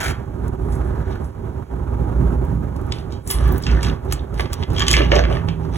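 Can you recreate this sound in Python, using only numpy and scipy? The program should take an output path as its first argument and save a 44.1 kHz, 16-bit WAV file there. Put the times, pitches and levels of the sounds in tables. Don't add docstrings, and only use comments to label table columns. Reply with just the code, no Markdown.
import sys
import numpy as np
from scipy import signal
from scipy.fft import rfft, irfft
from scipy.io import wavfile
from scipy.ndimage import uniform_filter1d

SR = 44100
rng = np.random.default_rng(int(sys.argv[2]) if len(sys.argv) > 2 else 0)


def int16_out(signal):
    q = np.round(np.clip(np.atleast_2d(signal).T, -1, 1) * 32767)
    wavfile.write(sys.argv[1], SR, q.astype(np.int16))


N = 254456
TIME = np.arange(N) / SR
BINS = np.fft.rfftfreq(N, 1 / SR)


def amp(db):
    return 10 ** (np.asarray(db) / 20)


def unit(x):
    return x / np.sqrt(np.mean(x ** 2) + 1e-20)


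def read(points, hz):
    f, value = np.transpose(points)
    return np.interp(np.log(hz + 1), np.log(f + 1), value)


def gains(rows):
    s, *columns = np.transpose(rows)
    return [amp(np.interp(TIME, s, c)) for c in columns]


def colour(x, spectrum):
    return unit(irfft(rfft(x) * amp(read(spectrum, BINS)), N))


def drift(hz):
    return unit(irfft(rfft(rng.standard_normal(N)) / (1 + (BINS / hz) ** 4), N))


def add(mix, s, sound):
    part = mix[:, max(round(s * SR), 0):][:, :sound.shape[1]]
    part += sound[:, :part.shape[1]]


def resonate(x, modes):
    answer = sum(amp(db) / (1 + 2j * (BINS - hz) / width) for hz, width, db in modes)
    return irfft(rfft(x) * (1 + answer), N)


def grains(per_s, spread_db, ring_s):
    happens = rng.random(N) < per_s / SR
    size = amp(spread_db * np.minimum(rng.exponential(1, N), 4)) * happens
    kind = rng.integers(0, 12, size=N)
    t = np.arange(512) / SR
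    bursts = rng.standard_normal((12, 2, len(t))) * np.exp(-t / ring_s)
    bursts[..., 0] = np.sign(bursts[..., 0]) * np.linalg.norm(bursts, axis=2)
    return sum(signal.oaconvolve((size * (kind == k))[None], burst, axes=1)[:, :N]
               for k, burst in enumerate(bursts))


def dips():
    # centre_s, depth_db, half_width_s (to 1/e)
    dip_rows = [(0.162, 8, 0.032), (0.252, 8.5, 0.017), (0.514, 10, 0.013), (0.573, 11, 0.019),
                (1.045, 4.5, 0.015), (1.192, 10, 0.0063), (1.345, 8.5, 0.051), (1.675, 14.5, 0.035),
                (2.95, 3.5, 0.018), (3.226, 12, 0.033), (3.329, 7, 0.013), (3.628, 9, 0.05),
                (3.813, 5.5, 0.027), (3.988, 9, 0.042), (4.194, 8, 0.0042), (4.286, 10, 0.037),
                (4.485, 10, 0.012), (4.563, 7.5, 0.023), (4.661, 15, 0.016)]
    return -sum(db * np.exp(-((TIME - s) / width) ** 2) for s, db, width in dip_rows)


def appliance(hum_db=-1, rumble_db=0, air_db=-12.0):
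    # time_s, hum_db, rumble_db
    swell = [(0, -29, -31.5), (.1, -48, -21.5), (.33, -52, -29), (.46, -22.5, -23.5), (.8, -20.5, -23.5),
             (1.3, -33, -26.5), (1.6, -36, -27.5), (1.95, -22.5, -24), (2.25, -15, -21.5),
             (2.56, -27.5, -23), (2.66, -29.5, -27.5), (2.86, -33, -25), (3.15, -44, -30),
             (3.44, -11.5, -21.5), (3.76, -13.5, -19.5), (4.1, -25, -25.5), (4.7, -29.5, -23),
             (5.03, -15, -21.5), (5.32, -18.5, -20.5), (5.46, -40, -23.5), (5.77, -32, -26)]
    # freq_hz, level_db
    rumble_spectrum = [(20, -45), (40, -3), (52, 1), (75, 4), (100, -1), (125, -3), (150, -6), (195, -14.5),
                       (250, -13.5), (300, -16), (380, -11.5), (470, -24.5), (700, -30.5), (1500, -64.5)]
    # freq_hz, level_db
    air_spectrum = [(200, 7.5), (450, 7.5), (620, 7), (750, 4.5), (1100, 2), (1500, -3.5), (2000, -14.5),
                    (3000, -23), (4500, -29.5), (8000, -31.5), (11400, -30), (15500, -47)]
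    # freq_hz, level_db (against the rumble)
    whine_rows = [(242, -21.5), (387, -20.5), (829, -23.5), (947.5, -26.5), (1240, -33)]
    hum_hz, hum_wander_rad, hum_wander_hz = 58.48, 0.28, 5.6
    hum_dip, air_dip = 3.0, 0.81
    hum_waver_db, rumble_waver_db, air_waver_db, waver_hz = -1.6, 1.58, 1.14, 11
    flutter_db, flutter_hz = 2.0, 40
    whine_stray, whine_stray_hz, whine_phase_hz = 0.53, 19.5, 3.9

    hum_gain, swell_gain = gains(swell)
    dip_db, waver = dips(), drift(waver_hz)
    hum_gain = hum_gain * amp(hum_dip * dip_db + hum_waver_db * waver)
    flutter = flutter_db * drift(flutter_hz)
    air_gain = swell_gain * amp(air_dip * dip_db + air_waver_db * waver + flutter)
    rumble_gain = swell_gain * amp(dip_db + rumble_waver_db * waver)

    hum = np.sqrt(2) * np.sin(2 * np.pi * hum_hz * TIME + hum_wander_rad * drift(hum_wander_hz))
    whines = 0
    for hz, db in whine_rows:
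        tone = np.sqrt(2) * np.sin(2 * np.pi * hz * TIME + drift(whine_phase_hz))
        whines = whines + amp(db) * tone * (1 + whine_stray * drift(whine_stray_hz))
    body = colour(rng.standard_normal((2, N)), rumble_spectrum)
    body = body / np.sqrt(uniform_filter1d(body ** 2, size=3500, axis=1))
    rush = colour(rng.standard_normal((2, N)), air_spectrum)
    return (amp(hum_db) * hum_gain * hum
            + amp(rumble_db) * rumble_gain * (body + whines)
            + amp(air_db) * air_gain * rush)


def boom():
    # time_s, level_db
    boom_level = [(0, -53), (.1, -28.5), (.25, -46), (.46, -30.5), (.9, -50), (1.6, -37.5), (1.85, -39),
                  (2.25, -25.5), (2.43, -31.5), (2.55, -23.5), (2.68, -32.5), (3.3, -49), (3.5, -34),
                  (3.88, -26), (4.02, -39), (4.85, -41), (5, -26.5), (5.2, -28), (5.4, -40.5)]
    # freq_hz, level_db
    boom_spectrum = [(70, -33), (115, 1), (160, 0.5), (200, -6), (280, -7), (350, -19), (600, -62)]
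    return gains(boom_level)[0] * amp(dips()) * colour(rng.standard_normal((2, N)), boom_spectrum)


def hiss(level_db=-68):
    # freq_hz, level_db
    hiss_spectrum = [(1000, -2), (3000, -15), (8000, -9), (11500, -12), (15500, -11)]
    return amp(level_db) * colour(rng.standard_normal((2, N)), hiss_spectrum)


def lid(level_db=-2):
    # time_s, level_db
    slide_level = [(0, -21), (.04, -23), (.08, -25), (.11, -29), (.14, -50), (.22, -56), (.28, -59)]
    # freq_hz, level_db
    lid_spectrum = [(300, -14), (550, -7), (790, -1.5), (1000, -9), (1480, 0.5), (1900, -8.5), (2400, -8.5),
                    (3300, -13.5), (4500, -13), (6200, -15), (8000, -18), (10000, -17), (13000, -26.5),
                    (15800, -28)]
    # freq_hz, width_hz, level_db
    lid_modes = [(1300, 28, -25), (1520, 58, -18), (2260, 105, 1), (2970, 30, -10), (3230, 49, 2)]
    slips = colour(grains(per_s=1300, spread_db=2, ring_s=0.0025), lid_spectrum)
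    return amp(level_db) * resonate(gains(slide_level)[0] * slips, lid_modes)


def tug_envelope(start, length):
    rise_db_per_s, fade_db_per_s = 533, 324
    age = TIME - start
    rise_db = np.minimum(rise_db_per_s * age, 0)
    return amp(rise_db - fade_db_per_s * np.maximum(age - length, 0))


def rustle(crackle_db=-2, fizz_db=-2):
    # hold_start_s, hold_length_s, crackle_db, fizz_db
    tug_rows = [(0.44, 0.017, -61, -63), (0.62, .03, -67, -59), (0.71, 0.048, -62, -51),
                (.85, 0.035, -60, -57), (1.09, 0.044, -48.5, -63), (1.245, 0.014, -65, -55),
                (2.927, 0.073, -49, -57.5), (3.12, 0.013, -50, -71), (3.296, 0.054, -38, -31),
                (3.375, 0.11, -41.5, -49.5), (3.51, 0.078, -46.5, -52), (3.625, 0.15, -42.5, -59),
                (3.827, 0.053, -33.5, -52), (4.116, 0.01, -40, -53), (4.396, 0.0069, -32, -43.5),
                (4.534, 0.011, -38.5, -70), (4.604, 0.013, -43, -56), (4.74, 0.044, -36.5, -55),
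                (4.797, 0.036, -30, -66), (4.916, 0.077, -26, -44.5), (4.982, 0.081, -40.5, -79),
                (5.128, 0.065, -28.5, -62), (5.307, 0.052, -44, -55), (5.476, 0.015, -52, -59),
                (5.634, 0.017, -49.5, -74), (5.749, 0.024, -36, -49)]
    # freq_hz, level_db
    crackle_spectrum = [(500, 2), (1100, -16.5), (1600, 0), (2400, -0.5), (3200, 1.5), (4300, -1.5),
                        (5300, -3), (6800, -11), (8000, -26), (10500, -24.5), (15000, -26)]
    # freq_hz, level_db
    fizz_spectrum = [(2000, -13.5), (6000, -37), (8000, 0), (10000, 3), (12500, -9), (15500, -59)]
    flex, peel = np.zeros((2, N))
    for start, length, flex_db, peel_db in tug_rows:
        pull = tug_envelope(start, length)
        flex = np.maximum(flex, amp(flex_db) * pull)
        peel = np.maximum(peel, amp(peel_db) * pull)
    crackle = colour(grains(per_s=700, spread_db=3.7, ring_s=.0012), crackle_spectrum)
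    fizz = colour(grains(per_s=1400, spread_db=3, ring_s=.0009), fizz_spectrum)
    return amp(crackle_db) * flex * crackle + amp(fizz_db) * peel * fizz


def crumple(level_db=0):
    # hold_start_s, hold_length_s, level_db
    press_rows = [(0.45, 0.013, -48.5), (0.708, 0.28, -46), (1, 0.16, -44), (2.966, 0.071, -49.5),
                  (3.397, 0.18, -39), (3.683, 0.082, -37.5), (3.868, 0.028, -37), (4.344, 0.038, -47.5),
                  (4.504, .012, -45), (5.133, 0.06, -33), (5.286, 0.13, -45)]
    # freq_hz, level_db
    crumple_spectrum = [(500, 2.5), (1000, 0), (1500, 5.5), (2100, -6.5), (3100, -18), (4500, -18),
                        (9000, -33), (15000, -48.5)]
    press = np.max([amp(db) * tug_envelope(start, length) for start, length, db in press_rows], axis=0)
    folds = grains(per_s=850, spread_db=3.3, ring_s=.0015)
    return amp(level_db) * press * colour(folds, crumple_spectrum)


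def avalanche(t, ring_s, rise_s, after_db=-13, count=4):
    delay, size = rng.exponential(1, (2, count))
    age = np.maximum(t - np.append(0, .002 * delay)[:, None], 0)
    sizes = np.append(1, amp(after_db) * np.minimum(size, 2))[:, None]
    cracks = sizes * (1 - np.exp(-age / rise_s)) * np.exp(-age / ring_s)
    return np.linalg.norm(cracks, axis=0)


def crack(gain):
    cepstrum = irfft(np.log(np.maximum(gain / gain.max(), 1e-4)))
    half = len(cepstrum) // 2
    fold = np.r_[1, np.full(half - 1, 2), 1, np.zeros(half - 1)]
    return np.exp(rfft(cepstrum * fold))


def bounces(hz):
    # nominal_delay_s, level_db
    echo_rows = [(.0007, -7.5), (.0014, -5.5), (.0022, 2)]
    scatter = 0.1186
    delay, db = np.transpose(echo_rows)
    delay = delay * np.exp(scatter * rng.standard_normal(len(delay)))
    turn = rng.random((2, len(delay), 1))
    echoes = amp(db)[:, None] * np.exp(2j * np.pi * (turn - delay[:, None] * hz))
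    return 1 + echoes.sum(axis=1)


def taut_sheet(x):
    # start_s, end_s, freq_hz, width_hz, level_db
    taut_rows = [(4.755, 4.933, 3230, 75, 9.5), (4.755, 4.955, 7000, 130, 6.5),
                 (4.935, 5.06, 2930, 90, 1.5), (4.93, 5.06, 1740, 90, 5)]
    out = x
    for start, end, *mode in taut_rows:
        held = x * ((TIME > start) & (TIME < end))
        out = out - held + resonate(held, [mode])
    return out


def snaps(rise_s=0.00071, rattle_s=0.0081, rattle_db=-21, strain_s=0.0092, strain_db=-24):
    # time_s, level_db,
    # pitch_hz, spread_octaves, room_share_db, ring_s
    snap_rows = [(0.48, -43, 9370, .7, -14, .0015), (0.7223, -47, 7300, 0.9, 9, .003),
                 (0.753, -45, 9000, 0.55, 1, .003), (1.244, -50.5, 7400, 0.72, 3, .003),
                 (2.4505, -48, 14000, 0.57, -7, .0015), (2.763, -47.5, 6940, 1.5, 0, .002),
                 (2.814, -52, 12000, .7, -8, .001), (2.865, -54, 11000, 0.6, -8, .001),
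                 (2.922, -24.5, 3300, 0.59, -3.5, 0.0014), (2.9854, -42, 3580, 0.53, 0, .002),
                 (3.107, -57, 5000, .7, -11, .002), (3.1227, -41.5, 4200, 0.75, 5.5, 0.0014),
                 (3.275, -28, 8560, 0.54, 2, 0.0014), (3.3028, -23, 6900, 2.4, 7, 0.0045),
                 (3.311, -19.5, 10500, 0.27, 3, 0.0017), (3.4543, -38, 1890, 0.78, 9, 0.0015),
                 (3.4774, -37, 14700, 0.68, -8, .0008), (3.523, -29, 14700, 0.37, -2, .0008),
                 (3.56, -39, 1500, 0.19, -12, .002), (3.5808, -29, 14700, 0.51, -9, .0008),
                 (3.624, -39, 8000, 0.61, -6, .001), (3.6364, -32.5, 4500, 0.38, 5.5, 0.0019),
                 (3.6663, -25, 2500, 0.93, 2, .0015), (3.691, -36, 2100, 0.43, 8, .0015),
                 (3.7133, -38.5, 4800, 0.43, 0, .001), (3.73, -40, 1700, 0.4, 6, .002),
                 (3.772, -31, 1560, 0.16, -1, .002), (3.79, -34, 1700, 0.2, -13, .002),
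                 (3.8303, -25.5, 3780, 2.4, 2.5, 0.0025), (3.847, -28, 2960, 0.63, -6, 0.0015),
                 (3.898, -31.5, 2720, 0.43, -19, 0.0018), (4.05, -54, 11000, .7, -8, .001),
                 (4.1244, -20, 5500, 3.9, -7, 0.00099), (4.132, -27, 8040, 0.18, -7, 0.0033),
                 (4.193, -43, 3600, 0.14, -1, 0.0035), (4.342, -45.5, 5040, 2.8, 3, 0.0011),
                 (4.3959, -23.5, 1920, 0.35, -7, 0.005), (4.3961, -24, 440, 0.68, -16, .006),
                 (4.406, -25.5, 1970, 0.85, -8, 0.0034), (4.4075, -40, 12000, .6, -9, .002),
                 (4.419, -44, 2270, 0.48, -11, 0.0016), (4.457, -34.5, 1720, 1.9, -4, 0.0036),
                 (4.5315, -24.5, 5800, 2.6, -20, 0.0012), (4.539, -30.5, 5500, 1.6, -19, 0.00092),
                 (4.6265, -32.5, 2150, 0.49, -5, 0.0018), (4.6339, -31, 3170, 0.3, -12, 0.00063),
                 (4.703, -44.5, 4000, 2, 5, .0015), (4.734, -44, 13000, 0.88, -6, .001),
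                 (4.7635, -32.5, 3040, 0.4, 0, .002), (4.773, -41, 2960, 0.84, 2, .002),
                 (4.7822, -26.5, 2790, 1.1, 2, 0.0018), (4.7949, -23.5, 3880, 1.2, -1, .0012),
                 (4.8048, -22, 2380, 0.82, -11, 0.0019), (4.8148, -27, 1500, 0.91, -1, 0.001),
                 (4.8208, -21, 2350, 1.1, -12, 0.0015), (4.8246, -25, 1500, 0.79, -5, 0.0011),
                 (4.867, -26.5, 3200, 0.85, 3, .0012), (4.882, -13.5, 3740, 0.97, 0, 0.0015),
                 (4.906, -21, 4230, 1.3, 0, 0.00085), (4.913, -15, 4700, 1.1, -3, 0.00096),
                 (4.9301, -17, 4530, 1, 2, 0.0013), (4.939, -11.5, 2350, 0.21, -2, 0.0023),
                 (4.9666, -19, 2510, 0.87, -21, .0018), (4.976, -24.5, 2260, 0.49, 7, 0.0015),
                 (5.006, -27.5, 1200, 0.72, -14, .0015), (5.018, -28, 2380, 0.47, 4.5, 0.00086),
                 (5.1178, -15.5, 2130, 0.47, 0.5, 0.0037), (5.137, -20.5, 1200, .5, -7, .0015),
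                 (5.154, -25, 5500, 0.23, -4, 0.0041), (5.163, -21.5, 2680, 0.59, -3, 0.0017),
                 (5.1919, -22.5, 1820, 0.38, -11, 0.0027), (5.2384, -28.5, 2230, 0.5, 1, 0.0016),
                 (5.2508, -26, 1850, 0.49, -6, 0.0027), (5.27, -39, 1400, 0.67, 0, .002),
                 (5.284, -37, 1700, .6, -5, .0015), (5.3, -36, 1900, 0.43, 5, .001),
                 (5.31, -34, 1300, 0.74, 6.5, .002), (5.326, -32.5, 2710, 0.36, 0, 0.0014),
                 (5.351, -36, 2250, 0.48, 5, .0015), (5.3695, -31, 1900, 0.61, -5, .002),
                 (5.486, -30, 2580, 0.61, 0, 0.0037)]
    # freq_hz, level_db
    sheet_spectrum = [(700, 13.5), (1200, 9.5), (2000, 1), (3200, 5.5), (4000, 0.5), (4800, 7.5),
                      (6000, 3.5), (7100, 2.5), (8000, 4.5), (11000, 1.5), (13000, -1), (16000, 3.5)]
    lead_s, ring_db = .02, -4
    low_hz, reach = 700, 2.85
    direct, feed = np.zeros((2, 2, N))
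    t = np.arange(4096) / SR - lead_s
    hz = np.fft.rfftfreq(4096, 1 / SR) + 1
    age = np.maximum(t, 0)
    strain = amp(strain_db) * np.exp(-abs(t) / strain_s)
    for s, db, pitch, spread, room_db, ring_s in snap_rows:
        rattle = amp(rattle_db) * (1 - np.exp(-age / ring_s)) * np.exp(-age / rattle_s)
        shape = strain + avalanche(age, ring_s, rise_s) + rattle
        shape /= np.linalg.norm(shape[(t >= 0) & (t < .005)])
        facet = amp(read(sheet_spectrum, hz)) / (1 + (np.log2(hz / pitch) / spread) ** 2)
        facet /= np.sqrt(1 + (low_hz / hz) ** 4)
        facet /= np.sqrt(1 + (hz / (reach * pitch)) ** 10)
        ring = irfft(facet * np.exp(2j * np.pi * rng.random((2, len(hz))))) * shape
        pulse = np.roll(irfft(crack(facet) * bounces(hz)), round(lead_s * SR), axis=1)
        snap = unit(pulse) + amp(ring_db) * np.linalg.norm(shape) * unit(ring)
        target = amp(db) * np.sqrt(.005 * SR) * np.linalg.norm(shape)
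        snap *= target / np.linalg.norm(snap, axis=1, keepdims=True)
        add(direct, s - lead_s, snap)
        add(feed, s - lead_s, snap * amp(room_db))
    return taut_sheet(direct), taut_sheet(feed)


def bowl(contact_s=0.0004, ring_db=-10, thud_db=-3.0, thud_s=0.031):
    # time_s, level_db, slap_pitch_hz
    blow_rows = [(4.395, -28, 520), (4.972, -22.5, 356), (5.002, -16.5, 348), (5.118, -11.5, 570),
                 (5.149, -21, 700), (5.164, -17, 480), (5.19, -19.5, 610), (5.25, -31, 540),
                 (5.288, -23.5, 570), (5.315, -21.5, 580)]
    # freq_hz, level_db, t60_s
    bowl_modes = [(316, 2.5, 0.082), (349, -1.5, 0.37), (445, 6.5, 0.12), (540, 3, 0.14), (594.5, 6, 0.26),
                  (672, 2.5, 0.12), (840, -14, 0.13), (1250, -19, .15)]
    # multiple_of_slap_pitch, level_db
    thud_spectrum = [(.2, -45), (.47, -29), (.7, -1), (1, 21), (1.3, 4), (1.7, -6), (2.5, -14), (4.2, -50)]
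    out = np.zeros((2, N))
    t = np.arange(SR) / SR
    hz = np.fft.rfftfreq(SR, 1 / SR)
    fade = np.exp(-t / thud_s)
    for s, db, pitch in blow_rows:
        ring = sum(amp(mode_db - 60 * t / t60) * np.sin(2 * np.pi * (f * t + rng.random((2, 1))))
                   for f, mode_db, t60 in bowl_modes)
        gain = amp(read(np.multiply(thud_spectrum, [pitch, 1]), hz))
        slap = irfft(gain * np.exp(2j * np.pi * rng.random((2, len(hz)))), SR) * fade
        slap *= np.linalg.norm(fade) / np.linalg.norm(slap, axis=1, keepdims=True)
        blow = amp(ring_db) * ring + amp(thud_db) * slap
        add(out, s, amp(db) * blow * (1 - np.exp(-t / contact_s)))
    return out


def drone(wander_rad=0.8, wander_hz=3.2, waver=0.55, waver_hz=13):
    # time_s, level_db
    drone_level = [(5.12, -74), (5.31, -23), (5.45, -30), (5.77, -30.5)]
    drone_hz = 162
    tone = np.sqrt(2) * np.sin(2 * np.pi * drone_hz * TIME + wander_rad * drift(wander_hz))
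    return gains(drone_level)[0] * tone * unit(1 + waver * drift(waver_hz))


def kitchen(x, build_s=0.0019):
    # freq_hz, t60_s
    room_decay = [(200, 0.14), (1000, 0.4), (3000, 0.26), (7000, 0.15), (15000, 0.11)]
    hz, t, z = signal.stft(rng.standard_normal((2, SR // 2)), SR, nperseg=256)
    decay = amp(-60 * t / read(room_decay, hz)[:, None])
    tail = signal.istft(z * decay, SR, nperseg=256)[1]
    tail *= 1 - np.exp(-np.arange(tail.shape[1]) / SR / build_s)
    return signal.fftconvolve(x, tail / np.linalg.norm(tail[0]), axes=1)[:, :N]


def widen(x, tilt, likeness):
    # freq_hz, lead_rad
    lead_rows = [(0, 0), (120, .2), (300, .9), (600, 1.8), (1000, 1.25), (1700, 1.1), (2500, 1.55),
                 (3500, 1.25), (4000, 1.7), (4600, 2.85), (5100, 3.4), (6200, 5.9), (7200, 6.7),
                 (8700, 9.1), (9300, 9.7), (10700, 12.3), (11700, 12.9), (12800, 15.4), (13800, 16),
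                 (14700, 18.6), (16500, 19)]
    a, b = rfft(x)
    half = np.interp(BINS, *np.transpose(lead_rows)) / 2
    c = np.clip(likeness, 0, 1)
    mid = np.cos(half) * a
    side = 1j * np.sin(half) * (c * a + np.sqrt(1 - c ** 2) * b)
    lean = amp(read(tilt, BINS) / 2)
    return irfft(np.array([(mid + side) * lean, (mid - side) / lean]), N)


def scene(snap_db=0, room_db=-5):
    # freq_hz, width_hz, level_db
    hollow_modes = [(1150, 25, 9), (1690, 24, -14), (1802, 55, 1.5), (2040, 34, 0), (2220, 13, -4),
                    (2412, 11, -17), (2830, 10, -8), (3320, 150, -11)]
    # freq_hz, left_minus_right_db
    foil_tilt = [(150, -7), (400, -6), (700, -3), (1200, -1.5), (2500, -1), (15000, -1)]
    # freq_hz, left_minus_right_db
    background_tilt = [(60, -3.5), (125, -8.5), (250, -9), (390, -11), (700, -5.5), (1300, -6.5),
                       (2400, -6), (15000, -8)]
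    direct, feed = snaps()
    rub, knocks, slide = rustle() + crumple(), bowl(), lid()
    soft_feed = amp(-7) * rub + amp(-14) * knocks + amp(-10) * slide
    reflections = kitchen(amp(room_db) * feed + soft_feed)
    hands = resonate(amp(snap_db) * direct + reflections, hollow_modes) + rub + knocks + slide
    background = appliance() + boom() + drone() + hiss()
    return (widen(hands, foil_tilt, likeness=0.65)
            + widen(background, background_tilt, likeness=0.55))


def record(dry):
    edge_hz = 15950
    low_pass = signal.firwin(401, edge_hz, window=("kaiser", 9), fs=SR)
    return signal.oaconvolve(np.clip(dry, -1, 1), low_pass[None], "same")


dry = scene()
out = record(dry)
int16_out(out)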